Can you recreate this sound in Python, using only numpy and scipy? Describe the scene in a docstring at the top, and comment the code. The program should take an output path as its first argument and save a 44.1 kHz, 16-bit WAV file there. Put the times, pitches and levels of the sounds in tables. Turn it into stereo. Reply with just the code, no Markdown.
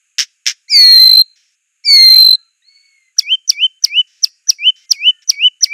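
"""Two harsh churrs, two long falling two-voiced whistles that break into a throb, then eight sharp chips,
most followed by a rising whistle: a caged songbird close to the microphone. Other birds and insects are faint.
Churrs are puffs of filtered noise; whistles and chips are gliding sines with weak partials, and the
coupled voices add sum and difference tones. A short room follows; the loudest notes overload the recorder."""
import sys
import numpy as np
from scipy import signal
from scipy.io import wavfile
from scipy.ndimage import uniform_filter1d

SR = 44100
rng = np.random.default_rng(int(sys.argv[2]) if len(sys.argv) > 2 else 0)


def bounce(signal):
    """Save signal as a 16-bit WAV file at the path given by the first command-line argument."""
    frames = np.transpose(np.atleast_2d(signal))
    limited = np.clip(frames, -1, 1)
    pcm = np.round(limited * 32767).astype(np.int16)
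    wavfile.write(sys.argv[1], SR, pcm)


N = 252693
TIME = np.arange(N) / SR

# spectrum of the churring throat, near and far: freq_hz, relative density_db (per Hz)
CHURR_SPECTRUM = [(470, -68), (800, -45.5), (1310, -22.5), (1640, -10.5), (3290, -7.5), (4370, -12),
                  (5470, 0), (10000, -35), (14400, -34), (15500, -36.5)]
# long whistles: start_s, end_s, opening_hz, settled_hz (before the throb lifts it), slow_fall_hz,
# slow_fall_ms (time constant), slip_s, first_throb_s, throb_gap_ms, gap_growth_ms (times throb number squared)
LONG_WHISTLES = [(.701, 1.217, 5780, 4125, 1060, 57, .957, .8632, 18.0, .06),
                 (1.851, 2.352, 5460, 4085, 450, 145, 1.974, 1.979, 19.0, .075)]


def amp(db):
    """Decibels to amplitude: 20 dB is a factor of ten."""
    return 10 ** (np.asarray(db) / 20)


def rms_one(x):
    """Normalise the root mean square to 1."""
    return x / np.sqrt(np.mean(x ** 2) + 1e-20)


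def phase(hz):
    """Phase is the running integral of frequency."""
    return 2 * np.pi * np.cumsum(hz) / SR


def wander(rate_hz):
    """Random modulation: white noise low-passed at rate_hz, with spread 1."""
    low_pass = signal.butter(2, rate_hz, fs=SR, output="sos")
    return rms_one(signal.sosfilt(low_pass, rng.standard_normal(N)))


def coloured(x, spectrum):
    """Linear filtering: a short minimum-phase response of unit energy gives noise its spectrum."""
    hz, db = np.transpose(spectrum)
    grid = np.linspace(0, SR / 2, 513)
    # doubled decibels, because the minimum-phase design takes the square root of the gain
    gains = amp(2 * np.interp(np.log(grid + 1), np.log(hz), db))
    taps = signal.minimum_phase(signal.firwin2(511, grid, gains + 1e-7, fs=SR))
    return signal.fftconvolve(x, rms_one(taps) / np.sqrt(len(taps)))[:N]


def played(notes, edge_s=.003):
    """Interpolate the columns of all notes over time, with a gate that opens softly inside each note."""
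    s, *columns = np.transpose(np.vstack(notes))
    gate = sum(np.clip(np.minimum(TIME - note[0][0], note[-1][0] - TIME) / edge_s, 0, 1) for note in notes)
    return [np.interp(TIME, s, column) for column in columns] + [gate]


def glides(table, octave_db, twelfth_db, waver_db):
    """Linear frequency glides: soft-edged three-partial tones whose level wavers."""
    out = np.zeros(N)
    for start, end, from_hz, to_hz, db in table:
        at = slice(round(start * SR), round(end * SR))
        turn = phase(np.linspace(from_hz, to_hz, at.stop - at.start))
        tone = np.sin(turn) + amp(octave_db) * np.sin(2 * turn) + amp(twelfth_db) * np.sin(3 * turn)
        out[at] += amp(db) * np.sqrt(np.hanning(len(turn))) * tone
    return out * amp(waver_db * wander(60))


def garden():
    """Stationary noise: insect bands and outdoor hiss, filtered from white noise, with a drifting level."""
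    # insects and hiss: freq_hz, relative density_db (per Hz)
    spectrum = [(410, -65), (700, -38), (1110, -32.5), (1300, -12), (1430, -20), (1570, -8), (1930, -13.5),
                (2600, -2.5), (3510, -17.5), (5770, -22), (6550, -0.5), (8940, -16), (11000, -19.5),
                (14300, -46), (22000, -120)]
    # mean level: time_s, level_db
    level = [(0, -64), (2.55, -66.5), (2.8, -60), (3.151, -67.5), (4.099, -65), (5.73, -63.5)]
    s, db = np.transpose(level)
    drifting_db = np.interp(TIME, s, db) + wander(1.8)
    return amp(drifting_db) * coloured(rng.standard_normal(N), spectrum)


def churrs():
    """Pulsed turbulence: puffs of air through the throat; later ones are weaker, longer and run together."""
    # churrs: first_puff_s, puff_gap_ms, first_puff_db (decay level before the rounded onset)
    churr_table = [(.1826, 6.6, 0.5), (0.4565, 7.7, -15)]
    second_db, loss_per_puff_db = 6, 5
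    t60_ms, lengthens_ms = 12, 8       # decay of the first two puffs; each later one adds this
    envelope = np.zeros(N)
    for first, gap_ms, first_db in churr_table:
        for k in np.arange(8):
            late = np.maximum((TIME - first) * 1000 - k * gap_ms, 0)
            db = second_db - loss_per_puff_db * (k - 1) if k else first_db
            decay_db = 60 * late / (t60_ms + lengthens_ms * max(k - 1, 0))
            onset = (1 - np.exp(-late / 0.82)) ** 2
            envelope += amp(db - decay_db) * onset
    return coloured(envelope * rng.standard_normal(N), CHURR_SPECTRUM)


def room(x):
    """Reverberation: quick reflections off cage and wall, then a thin tail, both dulled."""
    near_t60_s, near_db = .05, -19.5   # levels before the treble cut
    tail_t60_s, tail_db = 0.37, -33
    t = TIME[:SR]
    near = amp(near_db) * rms_one(rng.standard_normal(SR) * amp(-60 * t / near_t60_s))
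    tail = amp(tail_db) * rms_one(rng.standard_normal(SR) * amp(-60 * t / tail_t60_s))
    dull = signal.butter(2, 7500, fs=SR, output="sos")
    return signal.fftconvolve(x, signal.sosfilt(dull, near + tail) / np.sqrt(SR))[:N]


def lower_voice():
    """Frequency locking: it crests, sinks, locks to half the upper pitch, then frays upward into a rasp."""
    # lower voice: start_s, from_hz, crest_s, crest_hz, rest_hz, free_db (just before locking), lock_s,
    # locked_db, fray_s, frayed_hz (at the end), rasp_db, end_s
    lower_table = [(.68, 1977, 0.71, 2432, 1927, -32.5, .998, -29.5, 1.05, 2700, -43.5, 1.2),
                   (1.838, 2120, 1.863, 2395, 2072, -24, 1.995, -20, 2.09, 2950, -38, 2.27)]
    fall_ms, swell_ms, swelled_db, lock_ms, fray_ms = 60, 30, -22.5, 12, 110
    steady_hz, shaky_hz, frayed_scatter_hz = 8.2, 40, 232  # scatter: at first; added up to lock; added by fray
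    notes = []
    for (start, from_hz, crest, crest_hz, rest_hz, free_db, lock,
         locked_db, fray, frayed_hz, rasp_db, end) in lower_table:
        s = np.arange(start, end, 1 / 1000)
        locked = np.clip((s - lock) * 1000 / lock_ms + 1, 0, 1)
        frayed = np.clip((s - fray) * 1000 / fray_ms, 0, 1)
        climb_hz = crest_hz - (crest_hz - from_hz) * ((crest - s) / (crest - start)) ** 2
        sink_hz = rest_hz + (crest_hz - rest_hz) * np.exp(-np.maximum(s - crest, 0) * 1000 / fall_ms)
        sink_hz += (frayed_hz - sink_hz) * np.maximum(s - fray, 0) / (end - fray)
        hz = np.where(s < crest, climb_hz, sink_hz)
        db = np.interp(s, [start, crest, crest + swell_ms / 1000, lock - lock_ms / 1000,
                           lock, fray, fray + fray_ms / 1000, end],
                       [-50, swelled_db - 9.5, swelled_db, free_db,
                        locked_db, locked_db - 7.5, rasp_db, -53])
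        scatter_hz = steady_hz + shaky_hz * (1 - locked) * ((s - start) / (lock - start)) ** 3
        scatter_hz += frayed_scatter_hz * frayed ** 1.4
        notes.append(np.transpose([s, hz, db, scatter_hz, locked * (1 - frayed)]))
    return played(notes)


def upper_voice():
    """Exponential relaxation: the whistle swells as its pitch drops fast, then slowly; it ends in a flick down."""
    quick_fall_ms = 12
    slip_hz, slip_ms = 105, 7          # a downward slip shortly before the voices lock
    throb_lift_hz = 60.55              # between throbs the pitch rides this much higher
    lead_ms, swell_db, swell_ms = 14, 22, 21
    hold_db, hold_gain_db, hold_gain_ms = -4.2, 3.6, 300
    close_ms, close_db, close_hz = 10, 34, 500
    notes = []
    for start, end, open_hz, settled_hz, slow_hz, slow_ms, slip_s, first_throb, *_ in LONG_WHISTLES:
        s = np.arange(start - lead_ms / 1000, end + close_ms / 1000, 1 / 1000)
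        late = np.maximum(s - start, 0) * 1000
        closing = np.maximum(s - end, 0) * 1000 / close_ms
        slip = slip_hz / (1 + np.exp((s - slip_s) * 1000 / slip_ms))
        quick_hz = open_hz - settled_hz - slow_hz - slip_hz
        hz = settled_hz + slip + slow_hz * np.exp(-late / slow_ms)
        hz += quick_hz * np.exp(-late / quick_fall_ms) - close_hz * closing
        hz += throb_lift_hz * np.clip((s - first_throb) * 100 + 1, 0, 1)
        db = hold_db + hold_gain_db * np.minimum(late / hold_gain_ms, 1) - swell_db * np.exp(-late / swell_ms)
        db -= 31 * np.maximum(start - s, 0) * 1000 / lead_ms + close_db * closing
        notes.append(np.transpose([s, hz, db]))
    return played(notes)


def throbs():
    """Joint amplitude and frequency modulation: a slowing beat of dips (dB) and sags (Hz), some deep."""
    # throbs where the air flow falters deeply: time_s, depth_db, width_ms (about half depth)
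    falters = [(.9512, 11, 2.4), (.992, 10.5, 2.5), (1.011, 7, 1.9), (1.0506, 5.5, 4.8), (1.0879, 17, 6),
               (1.1087, 13, 5.5), (1.1268, 14.5, 4.9), (1.1471, 7, 7.2), (1.1653, 18, 5.5),
               (2.0953, 8.5, 4.5), (2.1304, 3, 9.5), (2.1531, 12.5, 5.7), (2.1767, 5.5, 4.8),
               (2.2419, 9, 5.4), (2.258, 7.5, 3.6), (2.2819, 14, 6.5), (2.3018, 19.5, 5.5),
               (2.3237, 15.5, 6.4), (2.346, 5, 20)]
    light_db, deepens_db_per_s, spread_db, light_ms, light_sag_hz = 2.5, 6.5, 0.58, 8.4, 90
    dips = [(*row, 0) for row in falters]
    beat = np.arange(19)
    for *_, first, gap_ms, growth_ms in LONG_WHISTLES:
        for s in first + (gap_ms * beat + growth_ms * beat ** 2) / 1000:
            depth_db = light_db + deepens_db_per_s * (s - first) + spread_db * rng.standard_normal()
            dips.append((s, depth_db, light_ms, light_sag_hz))
    dip_db, sag_hz = np.zeros(N), np.zeros(N)
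    for s, depth_db, width_ms, base_hz in dips:
        at = slice(round((s - .05) * SR), round((s + .05) * SR))
        late = (TIME[at] - s) * 1000
        dip_db[at] += depth_db * np.exp(-(late / (0.65 * width_ms)) ** 2)
        sag_ms = np.where(late < 0, 11.0, 3.0)     # slow fall, quick return
        sag_hz[at] += (base_hz + 4 * depth_db) * np.exp(-(late / sag_ms) ** 2)
    return dip_db, sag_hz


def long_whistles():
    """Coupled oscillators: two voices make sum and difference tones; a falter drops level and pitch together."""
    # tones of the coupled voices: upper_multiple, lower_multiple, level_db (over the lower voice, at full flow)
    coupled_tones = [(0, 1, 2.5), (0, 2, 1.5), (0, 3, -4.5), (1, -1, -.5), (1, 1, -4), (2, 1, -20)]
    throat_floor_hz = 1770             # the tones below the upper voice are silent under this difference
    upper_hz, upper_db, upper_on = upper_voice()
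    lower_hz, lower_db, scatter_hz, lock, lower_on = lower_voice()
    falter_db, sag_hz = throbs()
    upper_hz = upper_hz - sag_hz + 9 * wander(250)
    upper = phase(upper_hz)
    lower = phase(lock * upper_hz / 2 + (1 - lock) * lower_hz + np.abs(scatter_hz) * wander(180))
    flow = np.sqrt(2) * amp(upper_db - falter_db + .5 * wander(210)) * upper_on
    out = flow * (np.sin(upper) + amp(-28.5) * np.cos(2 * upper))
    for up, low, db in coupled_tones:
        tone = np.sqrt(2) * amp(lower_db + db) * lower_on * np.sin(up * upper + low * lower)
        if up:
            tone *= np.minimum(flow, 1) ** 2       # coupling needs the upper voice
        if low < 0:
            tone *= np.clip((upper_hz - lower_hz - throat_floor_hz) / 350, 0, 1)
        # once locked, the other tones merge with those of multiple 1
        out += tone if low == 1 else (1 - lock) * tone
    return out


def far_birds():
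    """Narrow and wide bands at low level: distant noise churrs, a wavering two-partial whistle, single notes."""
    # churrs of a far bird: start_s, end_s, level_db, fade_db (lost by the end)
    far_churrs = [(1.357, 1.555, -53.5, 12.5), (4.07, 4.224, -57, -0.5), (4.758, 4.861, -50.5, 4),
                  (5.219, 5.245, -48.5, 5.5)]
    # far whistler: time_s, pitch_hz, level_db, octave_db
    far_whistle = [(2.62, 1840, -62, -64), (2.66, 2113, -75, -54), (2.7, 2205, -62, -51),
                   (2.87, 2220, -58.5, -58), (2.95, 2182, -55.5, -67.5), (3.06, 2066, -60.5, -73),
                   (3.13, 2033, -72, -80)]
    # far single notes: start_s, end_s, from_hz, to_hz, level_db
    far_notes = [(2.25, 2.45, 1600, 1690, -63), (2.36, 2.51, 1350, 1346, -65.5),
                 (3.9, 4.5, 1905, 1880, -73), (4.8, 4.92, 2150, 2056, -59.5),
                 (4.95, 5.27, 1958, 1727, -59.5), (5.03, 5.27, 1400, 1467, -69)]
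    db, on = played([[(start, db), (end, db - fade_db)] for start, end, db, fade_db in far_churrs])
    out = coloured(on * amp(db) * rng.standard_normal(N), CHURR_SPECTRUM)
    hz, db, octave_db, on = played([far_whistle])
    turn = phase(hz + 12 * wander(56.4))
    fundamental = amp(db + 3.8 * wander(52)) * np.sin(turn)
    octave = amp(octave_db + 3.8 * wander(67)) * np.sin(2 * turn)
    out += on * np.sqrt(2) * (fundamental + octave)
    return out + glides(far_notes, octave_db=-28.5, twelfth_db=-40.0, waver_db=3.5)


def chips():
    """Falling tone with a resonant octave: a soft lead-in swells, the pitch plunges and the level dies away."""
    # chips: loud_end_s, loud_ms, lead_in_db, lead_in_ms, break_db (over the lead-in), tail_floor_hz, tail_ms
    chip_table = [(3.196, 11.9, -46, 10.3, -5, 2200, 19), (3.505, 13.3, -18, 9.8, -6.5, 2304, 34),
                  (3.8502, 11.7, -29.5, 9.4, -24.5, 2216, 43.6), (4.2469, 10.9, -27, 8.3, 15, 2665, 28.8),
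                  (4.5051, 15.8, -27, 12.6, 12.5, 2604, 28), (4.922, 12.9, -29, 11, 7.5, 2440, 33),
                  (5.3044, 12, -24, 11.8, 8, 2288, 53), (5.6443, 16.5, -24.5, 14.4, 10.5, 2020, 29)]
    # pitch: time_ms (from the end of the loud part; before it, stretched with chip length), pitch_hz
    chip_fall = [(-34, 5800), (-20, 6150), (-9, 5805), (-7.5, 5750), (-3.5, 5300), (1.3, 4100), (6, 3200),
                 (12.5, 2600), (21, 2000)]
    tail_db = -31
    out = np.zeros(N)
    ms, fall_hz = np.transpose(chip_fall)
    shake = wander(380)
    air_band = signal.butter(1, [2500, 7500], "band", fs=SR, output="sos")
    air = rms_one(signal.sosfilt(air_band, rng.standard_normal(N)))
    for s, loud_ms, lead_db, lead_ms, break_db, end_hz, tail_ms in chip_table:
        at = slice(round((s - .05) * SR), round((s + 0.058) * SR))
        late = (TIME[at] - s) * 1000
        swell = -loud_ms - 4
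        db = np.interp(late, [swell - lead_ms - 3.5, swell - lead_ms, swell - 3, swell, -loud_ms,
                              -.6 * loud_ms, -.7, 1.5, 8, tail_ms, tail_ms + 3],
                       [-75, lead_db, lead_db - 1.5, lead_db + break_db, -11,
                        1.5, 3.5, -19, tail_db, tail_db - 3, -70])
        pace = np.where(late < 0, (loud_ms / 14) ** 0.24, 1)      # a longer chip falls more slowly
        hz = np.maximum(np.interp(late / pace, ms, fall_hz), end_hz)
        # shaky while it drops, steadier once it settles
        rough = shake[at] * np.clip(late / 3, .1, 1) * np.where(hz > end_hz, 1, .35)
        turn = phase(hz + 180 * rough)
        throat_db = -6 - 21 * np.log2(2 * hz / 5000) ** 2         # octave favoured near the throat's resonance
        flutter_db = 3.5 * rough
        out[at] += amp(db + flutter_db) * (np.sin(turn) + amp(throat_db) * np.sin(2 * turn))
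        # rushing air, strongest as the tone breaks off
        air_db = -33.5 - np.abs(late) * np.where(late < 0, 1.2, .6)
        out[at] += amp(air_db) * air[at]
    return out


def pips():
    """Brief harmonic glides: the lower voice stirs before or after a chip."""
    # pips: start_s, end_s, from_hz, to_hz, level_db
    pip_table = [(3.166, 3.18, 1312, 1900, -43), (3.216, 3.231, 3450, 3327, -31.5),
                 (3.524, 3.541, 3500, 3480, -32), (3.818, 3.837, 1470, 1945, -51),
                 (4.466, 4.49, 1410, 2104, -46.5), (5.608, 5.632, 1480, 2480, -40)]
    return glides(pip_table, octave_db=-15, twelfth_db=-18, waver_db=3)


def rises():
    """Sigmoid frequency sweep: nearly pure whistles climb in an S and droop, with weak second and third partials."""
    # rising whistles: start_s, end_s, slowness (stretches the times below), top_hz (nominal), peak_db
    rise_table = [(3.227, 3.357, 0.83, 3177, -4.5), (3.541, 3.67, 0.89, 3136, -4),
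                  (3.895, 4.018, 0.97, 3054, -3.5), (4.584, 4.708, 0.92, 3107, -2),
                  (4.955, 5.112, 0.98, 3080, -1.5), (5.336, 5.486, 0.98, 3051, -1.5),
                  (5.657, 5.822, 1.026, 3035, 6)]
    low_hz, soft_db = 2200, -33
    creep = .15                        # share of the climb that is a steady slope
    # times count back from the end: middle of the climb, its width; droop at the end (share of the climb)
    climb_at_ms, climb_ms, droop, droop_ms = 68.5, 15, 0.33, 6.1
    swell_from_ms, full_ms, fade_ms, fade_per_ms = 131, 38, 16.1, 0.02
    out, waver = np.zeros(N), wander(40)
    for start, end, slowness, top_hz, peak_db in rise_table:
        at = slice(round(start * SR), round(end * SR))
        left = (end - TIME[at]) * 1000 / slowness
        climb = (1 - creep) / (1 + np.exp((left - climb_at_ms) / climb_ms))
        climb += creep * np.minimum(1 - (left - full_ms) / swell_from_ms, 1)
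        climb -= droop * np.exp(-left / droop_ms)
        swell = np.interp(left, [full_ms, swell_from_ms], [1, 0])
        swell -= fade_per_ms * np.maximum(fade_ms - left, 0)
        db = soft_db + (peak_db - soft_db) * uniform_filter1d(swell, size=600, mode="nearest")
        turn = phase(low_hz + (top_hz - low_hz) * climb + 30 * waver[at] * (1 - climb))
        on = np.clip(np.minimum(TIME[at] - start, end - TIME[at]) / .004, 0, 1)
        second = amp(0.15 * db - 43.0) * np.sin(2 * turn)
        third = amp(1.5 * db - 50.5) * np.sin(3 * turn)
        out[at] += on * (amp(db) * np.sin(turn) + second + third)
    return out


def scene():
    """Superposition: the singer with its room, and the background, alike in both channels."""
    bird = long_whistles() + chips() + rises() + pips() + churrs()
    return np.tile(bird + room(bird) + far_birds() + garden(), (2, 1))


def record(dry):
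    """Saturation: after a bass cut, tops flatten, hiss and a bias shift follow the excess; the top is cut."""
    top, knee = .94, 37.0              # limiting amplitude; sharpness of the bend
    cutoff_hz = 15700
    x = signal.sosfilt(signal.butter(2, 900, "high", fs=SR, output="sos"), dry)
    fine = signal.resample_poly(x, 3, 1, axis=1)   # oversampled against aliasing
    limited = fine / (1 + np.abs(fine / top) ** knee) ** (1 / knee)
    flat = signal.resample_poly(limited, 1, 3, axis=1)
    excess = uniform_filter1d(np.abs(x - flat), size=60)
    # mostly common to both channels, with a little of opposite sign
    hiss = rng.standard_normal(N) + amp(-26.5) * rng.standard_normal(N) * [[1], [-1]]
    bias = signal.sosfilt(signal.butter(3, 110, fs=SR, output="sos"), excess)
    flat = flat + amp(-26.0) * excess * hiss + amp(-32.5) * bias
    return signal.sosfiltfilt(signal.cheby2(12, 50, cutoff_hz, fs=SR, output="sos"), flat)


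dry = scene()
out = record(dry)
bounce(out)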